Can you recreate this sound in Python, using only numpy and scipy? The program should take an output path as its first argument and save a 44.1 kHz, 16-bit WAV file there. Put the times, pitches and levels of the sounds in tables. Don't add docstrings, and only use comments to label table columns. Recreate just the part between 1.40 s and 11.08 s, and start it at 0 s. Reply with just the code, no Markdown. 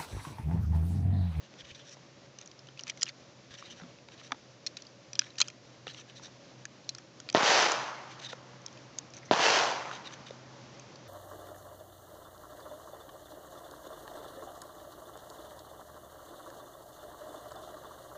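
import sys
import numpy as np
from scipy import signal
from scipy.io import wavfile
from scipy.ndimage import uniform_filter1d

SR = 44100
rng = np.random.default_rng(int(sys.argv[2]) if len(sys.argv) > 2 else 0)


def undo_db(level):
    steps = np.asarray(level, float) / 20
    return 10 ** steps


def to_wav(sig):
    pcm = np.clip(np.atleast_2d(sig), -1, 1) * 32767
    pcm = np.round(pcm).astype(np.int16)
    wavfile.write(sys.argv[1], SR, pcm.T)


N = 426888

# frequency [Hz], density [dB per Hz].
BREEZE_SPECTRUM = [(12, -43.5), (20, -42.5), (97, -13), (119, -7), (290, -8.5), (321, -7), (415, -13),
                   (565, -9.5), (694, -14.5), (1200, -22), (1560, -57.5), (2640, -120)]
# frequency [Hz], density [dB per Hz].
HISS_SPECTRUM = [(500, -16.5), (1100, 2.5), (2000, 1.5), (3000, 0), (5900, 0), (6900, -5), (7500, -13.5),
                 (8000, -27.5), (9000, -37), (11000, -75.5)]
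# time [s], level [dB].
BREEZE_LEVEL = [(0, -61.5), (1.4, -61.5), (2.25, -60), (4.2, -61), (4.7, -60), (7.0, -58.5), (9.68, -55.5)]
# time [s], frequency [Hz], level [dB].
MOTOR_HUM = [(0, 135.3, -62.5), (1.0, 131.5, -58.5), (1.071, 130.4, -71), (1.2, 132.3, -57),
             (3.11, 124.4, -61.5), (4.339, 125, -55.5), (5.26, 128.2, -58.5), (7.0, 127.8, -55),
             (8.9, 128.4, -54.5), (9.68, 126.6, -52.5)]
# frequency [Hz], width [Hz], level [dB].
MOTOR_DRONE = [(323.5, 75, -72), (562, 30, -67)]

# start [s], peak [dB].
SHOTS = [
    (5.9484, -5),
    (7.9116, -6),
]
CRACK_SHARE = [
    1.6,
    1,
]
# delay [s], level after first shot [dB], level after second shot [dB].
BOUNCES = [(.0027, -8, -7), (.0075, -12, -11), (.0095, -12, -12), (.019, -9, -9), (.0245, -5, -6),
           (.06, -12, -16), (.0824, -5, -12)]
# delay [s], echo below the shot [dB].
TERRAIN_ECHO = [(0, -45), (.004, -22), (.075, -24), (.16, -20), (.28, -20.5), (.39, -27.5), (.5, -33.5),
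                (.72, -45), (1.0, -53.5), (1.75, -58)]
# frequency [Hz], density [dB per Hz].
LOW_ECHO = [(71, -54.5), (120, -23), (242, -13.5), (395, -4), (436, -0.5), (582, 0), (694, 2.5), (1000, 5),
            (1310, 3.8), (1510, 0.5), (2400, -22), (3120, -27), (5280, -120)]
# frequency [Hz], density [dB per Hz].
HIGH_ECHO = [(880, -10.5), (1500, 1.5), (2040, -3), (3090, -2), (3510, -5), (4940, -5), (5410, -7),
             (6090, -5.5), (7290, -16), (8910, -41), (11600, -62.5), (19600, -120)]
# frequency [Hz], density [dB per Hz].
LATE_ECHO = [(120, -35.5), (200, -17.5), (499, -7.5), (566, -3), (740, 0), (1050, 1), (1900, -7.5),
             (3500, -23.5), (5280, -120)]

# start [s], level [dB], frequency [Hz], t60 [s].
THUDS = [(.23, -55, 70, .15), (0.317, -46, 101, 0.078), (.568, -45, 980, 0.026), (2.11, -45, 120, 0.051),
         (2.42, -41, 174, 0.15), (2.438, -43, 248, 0.12), (4.479, -46, 152.4, 0.099),
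         (1.629, -36, 606, 0.0099), (2.919, -38, 265, 0.078), (4.013, -24, 550, 0.009),
         (6.93, -31, 507, 0.037), (8.907, -24.5, 530, 0.016)]
# frequency [Hz], level [dB], t60 [s].
TRAY_MODES = [(270, -12, .04), (500, -7, .018), (790, -3, .014), (1310, 0, .013), (1800, -3, .01),
              (2260, 0, .01), (2950, -2, .009), (3550, 0, .01), (4300, -4, .006), (4900, -2, .006),
              (5880, -2, .007), (6900, -6, .006)]
# start [s], peak [dB], strongest ring [Hz], low modes [dB].
KNOCKS = [(.138, -43, 394, -10), (.568, -44.5, 560, 3), (2.139, -38, 2960, -10), (2.224, -37, 1100, -3),
          (2.3985, -39, 1480, 2), (2.417, -47, 3900, -12), (2.434, -43, 3500, 0), (2.585, -46.5, 2500, -6),
          (2.685, -37.5, 894, -13), (2.944, -44, 900, 3), (2.813, -42.5, 1900, 0), (2.9068, -40.5, 950, 9),
          (2.9225, -34, 1250, -8), (2.928, -31.5, 870, -3), (4.468, -28, 3540, 1), (4.478, -29.5, 2940, -6),
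          (4.545, -35, 3060, -16.5), (4.59, -45, 450, 0), (4.796, -41.5, 960, -1), (4.88, -44, 805, -2),
          (6.929, -31, 800, 2), (7.281, -41, 587, -14), (8.512, -27.5, 1360, -9), (8.708, -39, 2980, -19),
          (8.906, -37.5, 527, -10)]
# frequency [Hz], width [Hz], level [dB].
POCKET_MODES = [(1800, 278, 13.5), (2500, 990, 10), (3050, 390, 13), (3700, 290, 17.5), (4500, 1300, 1),
                (5900, 460, 17), (6890, 780, -13)]
# start [s], length [s], level [dB], treble [dB].
SLIDES = [(.01, 0.07, -63, -4), (0.176, 0.053, -57, 1), (0.23, 0.11, -60.5, -1), (0.338, 0.077, -59.5, -1),
          (0.44, 0.069, -57, 6), (.497, 0.059, -55, 11.5), (2.094, 0.075, -54.5, -4),
          (2.166, 0.054, -55.5, 3), (2.201, 0.1, -58, -8), (2.294, 0.046, -55, 6), (2.354, 0.059, -59.5, 3),
          (2.708, 0.048, -58.5, -1), (2.77, 0.051, -57.5, -1), (2.822, 0.069, -56.5, 2),
          (4.456, 0.077, -54, -4), (4.528, 0.025, -59, 6), (4.544, 0.089, -55.5, 3),
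          (4.675, 0.042, -60.5, -3), (4.746, .052, -57.5, 0), (4.812, .07, -54.5, 6),
          (6.693, 0.055, -55, -2), (6.789, .017, -55.5, 4), (6.806, 0.076, -48.5, -4.5),
          (6.881, 0.038, -51, -10), (6.916, .022, -53, -3), (8.498, 0.093, -51, -5),
          (8.638, 0.053, -51, -12), (8.715, 0.036, -51.5, 5), (8.85, 0.056, -54, -6)]
# start [s], length [s], level
# [dB], treble [dB].
MORE_SLIDES = [(0.98, 0.063, -61.5, 0), (1.375, 0.033, -62, 0), (1.494, 0.021, -61, -9), (1.46, 0.056, -51, -3),
               (1.562, 0.065, -65, 11), (1.656, 0.057, -52.5, -2), (3.368, 0.05, -61, -13),
               (3.805, 0.085, -57.5, 0), (3.976, 0.025, -46, 4), (4.028, 0.067, -60, 3.5),
               (7.735, 0.061, -64, 2)]
# start [s], length [s], level [dB], frequency [Hz].
SQUEAKS = [(.185, .03, -63, 3300), (0.238, 0.027, -61, 3050), (0.278, 0.049, -59, 3050),
           (0.343, .018, -56, 3600), (.345, .012, -58, 5800), (.305, .014, -57, 2600),
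           (.204, .009, -54, 3300), (0.387, 0.049, -63, 3220), (2.245, .025, -59, 3750),
           (2.272, 0.076, -60, 3050), (2.173, 0.028, -62, 2870), (6.795, 0.0086, -56, 3650),
           (6.838, 0.041, -52, 3600), (6.84, 0.018, -51, 1850), (6.885, 0.022, -56, 3650),
           (6.888, .022, -51, 1800), (6.917, 0.015, -56, 3600), (7.74, .012, -55, 6100),
           (7.771, .01, -57, 2300), (7.848, .025, -59, 6000), (7.818, 0.022, -57, 2100),
           (7.872, 0.032, -61, 2000), (4.485, .035, -59, 3000), (4.49, .04, -61, 3900),
           (4.565, .035, -60, 3100), (4.683, .03, -63, 3050), (4.755, .03, -61, 3700),
           (4.83, .05, -58, 3700), (4.825, .025, -62, 1400), (8.66, .03, -54, 3650)]

# frequency [Hz], level [dB], t60 [s].
MAGAZINE_MODES = [(1370, -7, .014), (1750, -4, .012), (2480, -1, .013), (3200, 0, .013), (4190, -2, .01),
                  (4670, -1, .008), (5100, 0, .008), (5820, 2, .008), (6380, 2, .008), (6900, 0, .007),
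                  (7400, -3, .006)]
# start [s], peak [dB], strongest ring [Hz].
TICKS = [(1.0585, -42, 6450), (1.1902, -41.5, 5200), (1.2697, -44, 2940), (1.3734, -41, 2570),
         (3.4497, -48, 2870), (3.467, -41, 4700), (3.8406, -44, 3200), (3.903, -43.5, 3960),
         (3.9546, -43.5, 2570), (3.9668, -50, 5710), (5.258, -46, 1710), (5.4435, -49, 4100),
         (6.222, -23, 6160), (7.2165, -49, 6160), (7.327, -46, 6160), (7.3724, -43.5, 2676),
         (7.702, -46, 6140), (7.856, -49, 1910), (9.3955, -39.5, 6400), (9.5562, -42.5, 4500)]
# start [s], peak [dB], strongest ring [Hz], low modes [dB].
CLICKS = [(0.9858, -34, 2870, -14), (1.012, -33.5, 5600, -14), (1.0738, -37.5, 6200, -14),
          (1.1133, -40, 5050, -12), (1.286, -39.5, 3050, -2.5), (1.397, -35, 5560, -5),
          (1.4078, -37, 5760, -15), (1.595, -49, 6200, -12), (1.468, -35, 5700, -1),
          (1.478, -31, 5200, -16), (1.5727, -39, 2070, -8), (1.6107, -27, 5800, -19),
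          (1.655, -35, 5810, -9), (1.678, -32, 2530, -4), (3.42, -34.5, 5100, -15), (3.7527, -30, 5180, -5),
          (3.811, -36, 4930, -9), (3.8173, -29.5, 1553, -7.5), (3.983, -27, 4300, -7),
          (3.9916, -31.5, 6300, -21), (4.021, -26.5, 4200, -7), (4.075, -38, 2500, -18),
          (4.082, -29.5, 6080, -9), (4.1, -35, 6000, -6), (5.548, -31, 5540, -15),
          (5.5826, -34.5, 5670, -8), (5.9258, -33, 6200, -13), (5.9413, -31, 5900, -10),
          (7.7358, -36, 5100, -9), (7.767, -46, 6120, -9)]
# start [s], peak [dB], strongest ring [Hz], low modes [dB], chatter length [ms].
SNAPS = [(1.392, -30, 3020, -12, 1.5), (1.4895, -40, 2400, 0, .5), (1.6415, -44, 4300, -7, 1),
         (1.686, -35.5, 6200, -18, .8), (1.626, -24, 5100, -20, 1.2), (1.6645, -33, 2900, 0, 1.2),
         (1.6904, -29.5, 2220, -12, 1.57), (3.279, -43, 4100, -17, 2), (3.3682, -29, 4530, -15, 2.6),
         (3.7307, -26.5, 5900, -8.5, 1.6), (3.802, -38, 4980, -5, 2), (3.985, -27, 5520, -24, 2.2),
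         (4.008, -26, 4080, -8, 1), (1.517, -46, 1900, 0, 1), (4.0195, -23.5, 2500, -3, 1),
         (4.026, -35, 5000, -9, 1.2), (3.866, -43, 2200, 0, 2), (5.503, -45, 4060, -18, 2),
         (4.042, -43, 3200, 0, 1), (5.8882, -26, 4700, -12, .4), (5.8978, -24.5, 4600, -9, .9),
         (6.317, -18, 6870, -18, 2.1), (3.76, -41, 3200, -4, 2), (7.5795, -46, 6400, -20, 0.89)]
# (frequency [Hz], level
# [dB], t60 [ms]).
STACK_SEATS = [
    ([(1.4972, -21), (1.5003, -26)], [(2370, -2.5, 13), (3190, -3, 13), (4240, -10, 8), (5130, -4, 11), (5750, 1, 9.1), (6870, -12, 9.7)]),
    ([(1.6186, -23.5), (1.6207, -31)], [(1920, -4, 12), (3190, -3, 13), (4930, -0.5, 10), (5780, -2, 11), (7070, -9, 8)]),
    ([(1.6299, -9.5), (1.6313, -20), (1.6326, -23)], [(1370, -14.5, 12.5), (1965, -15, 13), (3101, -3.5, 12), (4300, -8, 10), (5070, 0.5, 10), (5790, -1, 11), (6930, 1, 8.7)]),
    ([(3.2642, -22), (3.2674, -24), (3.2697, -22.5), (3.2722, -29)], [(1980, -15, 12), (2570, -10, 11), (3800, -14.5, 10), (4260, -1.5, 16), (5380, -1.5, 11), (5700, -2, 11), (6400, -8, 9)]),
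    ([(3.7918, -7.5)], [(1710, -11, 15), (2430, -10.5, 14), (3220, -4.5, 14.6), (4000, -8, 11), (4980, 1, 11), (5900, 1, 12), (6950, -9.5, 13)]),
               ([(4.0021, -20), (4.0031, -16), (4.0058, -19)], [(1390, -5, 11), (2530, -7.5, 14), (3200, -4, 12), (4120, -2, 13), (4600, -6, 12), (5970, -2, 9), (6840, 2, 8)]),
    ([(4.0128, -17), (4.0144, -8), (4.0153, -6.5)], [(1480, -12, 9), (2400, -9, 12), (3250, -8, 19), (4300, -3.5, 9.8), (4630, -2.5, 10), (5140, -6, 12), (5770, 1, 10), (6330, 2, 10), (7040, -8, 10)]),
    ([(5.4912, -16.5), (5.4935, -26)], [(2520, -14, 16), (3160, -18, 15), (4110, 2, 24), (4360, -1, 16), (5600, 0, 11), (5860, -5, 14), (6430, -1, 13), (6840, -5, 13)]),
    ([(7.586, -19.5)], [(1400, -21, 12), (2610, -20, 13), (3760, -13, 9), (5200, -3, 8.6), (6400, 1.5, 9.3), (6840, -8, 11)]),
]
# (frequency [Hz], level [dB], t60 [ms]).
CASE_DROPS = [
    ([(2.9183, -32), (2.9192, -17)], [(790, -5, 14), (1310, 2, 13), (1700, -1, 10), (2260, -3, 10), (2900, -8, 9), (3520, -2, 10), (4900, -10, 8), (5880, -8, 7)]),
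]
# (frequency [Hz], level [dB], t60 [ms]).
NUDGES = [
    ([(7.7672, -37), (7.7722, -43), (7.7765, -41), (7.7805, -44), (7.7855, -43)], [(1500, -5, 10), (4600, -8, 8), (5900, -1, 12), (6300, -1, 10)]),
    ([(2.4095, -41), (2.4145, -38), (2.417, -43)], [(480, -6, 20), (1000, -3, 9), (1450, -1, 10), (1950, -5, 8)]),
]
# start [s], peak [dB].
TAPS = [
    (1.4354, -28),
    (5.2533, -25),
    (5.801, -30),
    (7.2624, -24.5),
]
# frequency [Hz], width [Hz], level [dB].
TAP_RINGS = [
    [(1390, 240, -19), (1970, 270, -17), (3060, 510, -16), (4350, 250, -14), (5620, 270, 0)],
    [(1710, 240, -4), (2490, 270, -7), (3980, 390, -9), (4670, 190, -10), (6380, 430, 0)],
    [(1480, 290, 0), (3250, 280, 0), (5230, 270, -3), (5700, 180, -2), (6510, 260, 0)],
    [(3980, 330, -8), (5010, 180, 0), (5420, 220, 0), (6230, 270, -1), (7110, 280, -18)],
]

HISS_DB, HISS_FOLLOWS = -60.5, 0.5
BANK_CRACK, FLIP_S = 2.5, .07
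GROUND_DULL_DB, TREE_LINE_S, TREE_BRIGHT_DB = -5, .11, 2
AIR_LOSS_DB_PER_S, MOST_LOSS_DB = 20, -7.5
PATCH_DB = 1.2
POCKET_DRIFT = .035
SQUEAK_WIDTH_HZ, GRIT_DB = 330, -12
CLICK_MS, TICK_MS, KNOCK_MS = .9, 1.1, 1.0
TICK_LOW_DB = -11
FIRST_CONTACT = 1.1
SHELL_HZ, SHELL_RISE_MS, LIP_RISE_MS = 3600, 0.73, 0.15
RATTLE, RATTLE_MS = .1, 1.5


def evened(x):
    return x / np.sqrt(np.mean(x ** 2) + 1e-20)


def smooth_noise(width):
    return evened(uniform_filter1d(uniform_filter1d(rng.standard_normal(N), width), width))


def add(mix, s, sound):
    part = mix[max(round(s * SR), 0):][:len(sound)]
    part += sound[:len(part)]


def band(x, lo_hz, hi_hz):
    return signal.sosfilt(signal.butter(3, [lo_hz, hi_hz], "band", fs=SR, output="sos"), x)


def coloured(x, spectrum):
    f, db = np.transpose(spectrum)
    hz = abs(np.fft.fftfreq(4096, 1 / SR))
    log_gain = np.log(undo_db(np.interp(np.log(hz + 1), np.log(f + 1), db)))
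    taps = np.fft.ifft(np.exp(np.conj(signal.hilbert(log_gain)))).real
    return evened(signal.oaconvolve(x, taps)[:len(x)])


def resonate(x, hz, width_hz):
    turn = np.exp(2j * np.pi * np.cumsum(hz * np.ones(len(x))) / SR)
    r = np.exp(-np.pi * width_hz / SR)
    return 2 * (turn * signal.lfilter([1 - r], [1, -r], x / turn)).real


def echo_db():
    t = np.arange(N) / SR
    s, shot_db = np.transpose(SHOTS)
    latest = np.maximum(np.searchsorted(s, t) - 1, 0)
    delay = t - s[latest]
    low_db = shot_db[latest] + np.interp(delay, *np.transpose(TERRAIN_ECHO), left=-120)
    faded_db = np.maximum(TREE_BRIGHT_DB - AIR_LOSS_DB_PER_S * (delay - TREE_LINE_S), MOST_LOSS_DB)
    reached = np.clip(delay / TREE_LINE_S, 0, 1) ** 3
    return low_db, GROUND_DULL_DB + (faded_db - GROUND_DULL_DB) * reached


def breeze():
    level_db = np.interp(np.arange(N) / SR, *np.transpose(BREEZE_LEVEL))
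    hiss_db = HISS_DB + HISS_FOLLOWS * (level_db - level_db.mean())
    low = coloured(rng.standard_normal(N), BREEZE_SPECTRUM)
    hiss = coloured(rng.standard_normal(N), HISS_SPECTRUM)
    gusts_db = .9 * smooth_noise(2000)
    return undo_db(gusts_db) * (undo_db(level_db + 1.5) * low + undo_db(hiss_db) * hiss)


def motor():
    s, hz, db = np.transpose(MOTOR_HUM)
    t = np.arange(N) / SR
    pitch_hz = np.interp(t, s, hz)
    tone = np.sin(2 * np.pi * np.cumsum(pitch_hz) / SR)
    fuzz = evened(resonate(rng.standard_normal(N), pitch_hz, 10.0))
    out = undo_db(np.interp(t, s, db)) * (0.75 * tone + 0.26 * fuzz)
    for hz, width_hz, db in MOTOR_DRONE:
        out += undo_db(db) * evened(resonate(rng.standard_normal(N), hz, width_hz))
    return out


def background():
    duck_db = 0.2 * np.maximum(uniform_filter1d(echo_db()[0], 3000) + 31.0, 0)
    return (breeze() + motor()) / undo_db(duck_db)


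def blast(crack):
    u = np.arange(1500) / SR / 0.00087
    push = (1 - u) * np.exp(-u)
    swing = 0.082 * push + 1.54 * resonate(push, 720, 390)
    wave = swing + crack * resonate(push, 3650, 1200) if crack is None else blast_sum(push, crack)
    return wave / abs(wave).max()


def blast_sum(push, crack):
    return 0.082 * push + 1.54 * resonate(push, 720, 390) + crack * resonate(push, 3650, 1200)


def direct_shots():
    out = np.zeros(N)
    dull = band(blast(0), 159, 1000)
    for k, (s, db) in enumerate(SHOTS):
        wave, sharp = (band(band(blast(c * CRACK_SHARE[k]), 143, 5200), 60, 6500) for c in (1, BANK_CRACK))
        add(out, s, undo_db(db + 2) * wave)
        for delay, *bounce_db in BOUNCES:
            copy = np.sign(FLIP_S - delay) * sharp if delay > .015 else 0.98 * dull
            add(out, s + delay, undo_db(db + bounce_db[k]) * copy)
    return out


def patchy(x):
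    z = signal.stft(x, nperseg=512)[2]
    noise = rng.standard_normal(z.T.shape)
    patches = evened(uniform_filter1d(uniform_filter1d(noise, size=7, axis=0), size=5, axis=1))
    return signal.istft(z * undo_db(PATCH_DB * patches.T - PATCH_DB ** 2 / 8.7), nperseg=512)[1][:len(x)]


def woods_echo():
    trunk_db = 2.2 * np.minimum(rng.exponential(1, N), 3.5)
    trunks = rng.standard_normal(N) * undo_db(trunk_db) * (rng.random(N) < 10000 / SR)
    low_db, treble_db = echo_db()
    late = np.clip((-30 - uniform_filter1d(low_db, 2000)) / 12, 0, 1)
    low = np.sqrt(1 - late) * coloured(trunks, LOW_ECHO) + np.sqrt(late) * coloured(trunks[::-1], LATE_ECHO)
    echo = undo_db(low_db) * patchy(low + undo_db(treble_db) * coloured(trunks, HIGH_ECHO))
    return signal.sosfilt(signal.butter(4, 150, "high", fs=SR, output="sos"), echo)


def thuds():
    out, t = np.zeros(N), np.arange(SR // 4) / SR
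    for s, db, hz, t60 in THUDS:
        add(out, s, undo_db(db - 60 * t / t60) * np.sin(2 * np.pi * hz * t) * (1 - np.exp(-t / 0.0016)))
    return out


def slides(slips):
    out, rows = np.zeros(N), SLIDES + MORE_SLIDES
    chance = rng.standard_normal((len(rows), len(POCKET_MODES), 2))
    gripped = slips * undo_db(2.6 * smooth_noise(120))
    for (s, length, db, treble_db), row in zip(rows, chance):
        at, n = round(s * SR), round(length * SR)
        stroke = np.pad(gripped[at:at + n] * signal.windows.tukey(n, .55), (0, 300))
        glide = POCKET_DRIFT * np.linspace(.4, 1.6, len(stroke))
        rung = np.zeros(len(stroke))
        for (hz, width_hz, mode_db), (a, b) in zip(POCKET_MODES, row):
            gain_db = mode_db + 2.8 * a + treble_db * (hz > 4000)
            rung += undo_db(gain_db) * resonate(stroke, hz * (1 + b * glide), width_hz)
        add(out, s, undo_db(db) * evened(band(band(rung, 1200, 7000), 900, 7000)))
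    return out


def squeaks(slips):
    out = np.zeros(N)
    for s, length, db, hz in SQUEAKS:
        at, n = round(s * SR), round(length * SR)
        stroke = np.pad(slips[at:at + n] * np.hanning(n) ** .5, (0, 300))
        squeak = evened(resonate(resonate(stroke, hz, SQUEAK_WIDTH_HZ), hz, 3 * SQUEAK_WIDTH_HZ))
        grit = evened(band(band(stroke, 1500, 6800), 1500, 6800))
        add(out, s, undo_db(db) * (squeak + undo_db(GRIT_DB) * grit))
    return out


def friction():
    slips = rng.standard_normal(N) * undo_db(2.1 * rng.exponential(1, N))
    return slides(slips) + squeaks(slips)


def hits(rows, modes, split_hz, spread_db, lift_db, lo_hz, ring_share):
    out, t = np.zeros(N), np.arange(1500) / SR
    f, mode_db, t60 = np.transpose(modes)
    chance = rng.standard_normal((len(rows), 2, len(f)))
    chatter = rng.standard_normal((len(rows), 800))
    for (s, db, hz, low_db, ms), (a, b), noise in zip(rows, chance, chatter):
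        tuned = f * (1 + 0.024 * b)
        tuned[np.argmin(abs(f - hz))] = hz
        near_db = lift_db * np.exp(-(np.log(tuned / hz) / 0.13) ** 2)
        share_db = mode_db + spread_db * a + (low_db + 7.0) * (f < split_hz) + near_db
        decay = undo_db(share_db[:, None] - 60 * t / (ring_share * t60[:, None]))
        ring = (decay * np.sin(2 * np.pi * tuned[:, None] * t)).sum(0)
        ring *= (1 - np.exp(-t / .00028)) ** 2
        u = t[:800] * 1000 / ms
        contacts = noise * abs(noise) * np.sqrt(u) * np.exp(-u)
        contacts[round(SR / 2000)] += FIRST_CONTACT * np.linalg.norm(contacts)
        sound = band(signal.fftconvolve(ring, contacts), lo_hz, 6500)
        add(out, s, undo_db(db) * sound / abs(sound).max())
    return out


def tray_knocks():
    return hits([(*row, KNOCK_MS) for row in KNOCKS], TRAY_MODES, 2000, 2.0, 7.9, 420, 0.62)


def brass_ticks():
    return hits([(*row, TICK_LOW_DB, TICK_MS) for row in TICKS], MAGAZINE_MODES, 3600, 1.4, 14.7, 890, 1.5)


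def lip_clicks():
    rows = SNAPS + [(*row, CLICK_MS) for row in CLICKS]
    return hits(rows, MAGAZINE_MODES, 3600, 2.8, 7.7, 670, 1.0)


def seats():
    out, ms = np.zeros(N), np.arange(1500) * 1000 / SR
    taps = []
    for tap, rings in zip(TAPS, TAP_RINGS):
        taps.append(([tap], [(hz, db, 2300 / width_hz) for hz, width_hz, db in rings]))
    for contacts, modes in STACK_SEATS + CASE_DROPS + taps + NUDGES:
        hz, db, t60_ms = np.transpose(modes)[..., None]
        rise = 1 - np.exp(-ms / np.where(hz < SHELL_HZ, SHELL_RISE_MS, LIP_RISE_MS))
        ring = (rise * undo_db(db - 68 * ms / t60_ms) * np.sin(2 * np.pi * hz * ms / 1000)).sum(0)
        for s, peak_db in contacts:
            touch = (ms == 0) + RATTLE * rng.standard_normal(len(ms)) * np.exp(-ms / RATTLE_MS)
            sound = band(band(signal.fftconvolve(ring, touch), 700, 7900), 300, 7700)
            add(out, s, undo_db(peak_db) * sound / abs(ring).max())
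    return out


def scene():
    far = background() + direct_shots() + woods_echo()
    tray = thuds() + friction() + tray_knocks()
    magazine = brass_ticks() + lip_clicks() + seats()
    return (far + tray + magazine)[None]


def top_cut(x):
    return signal.sosfilt(signal.butter(12, 9060, fs=SR, output="sos"), x)


def record(dry):
    rolloff = signal.butter(16, 8800, fs=SR, output="sos")
    notch = np.hstack(signal.iirnotch(8000, 30.0, fs=SR))
    return top_cut(signal.sosfilt(np.vstack([rolloff, notch]), dry))


dry = scene()
out = record(dry)
to_wav(out)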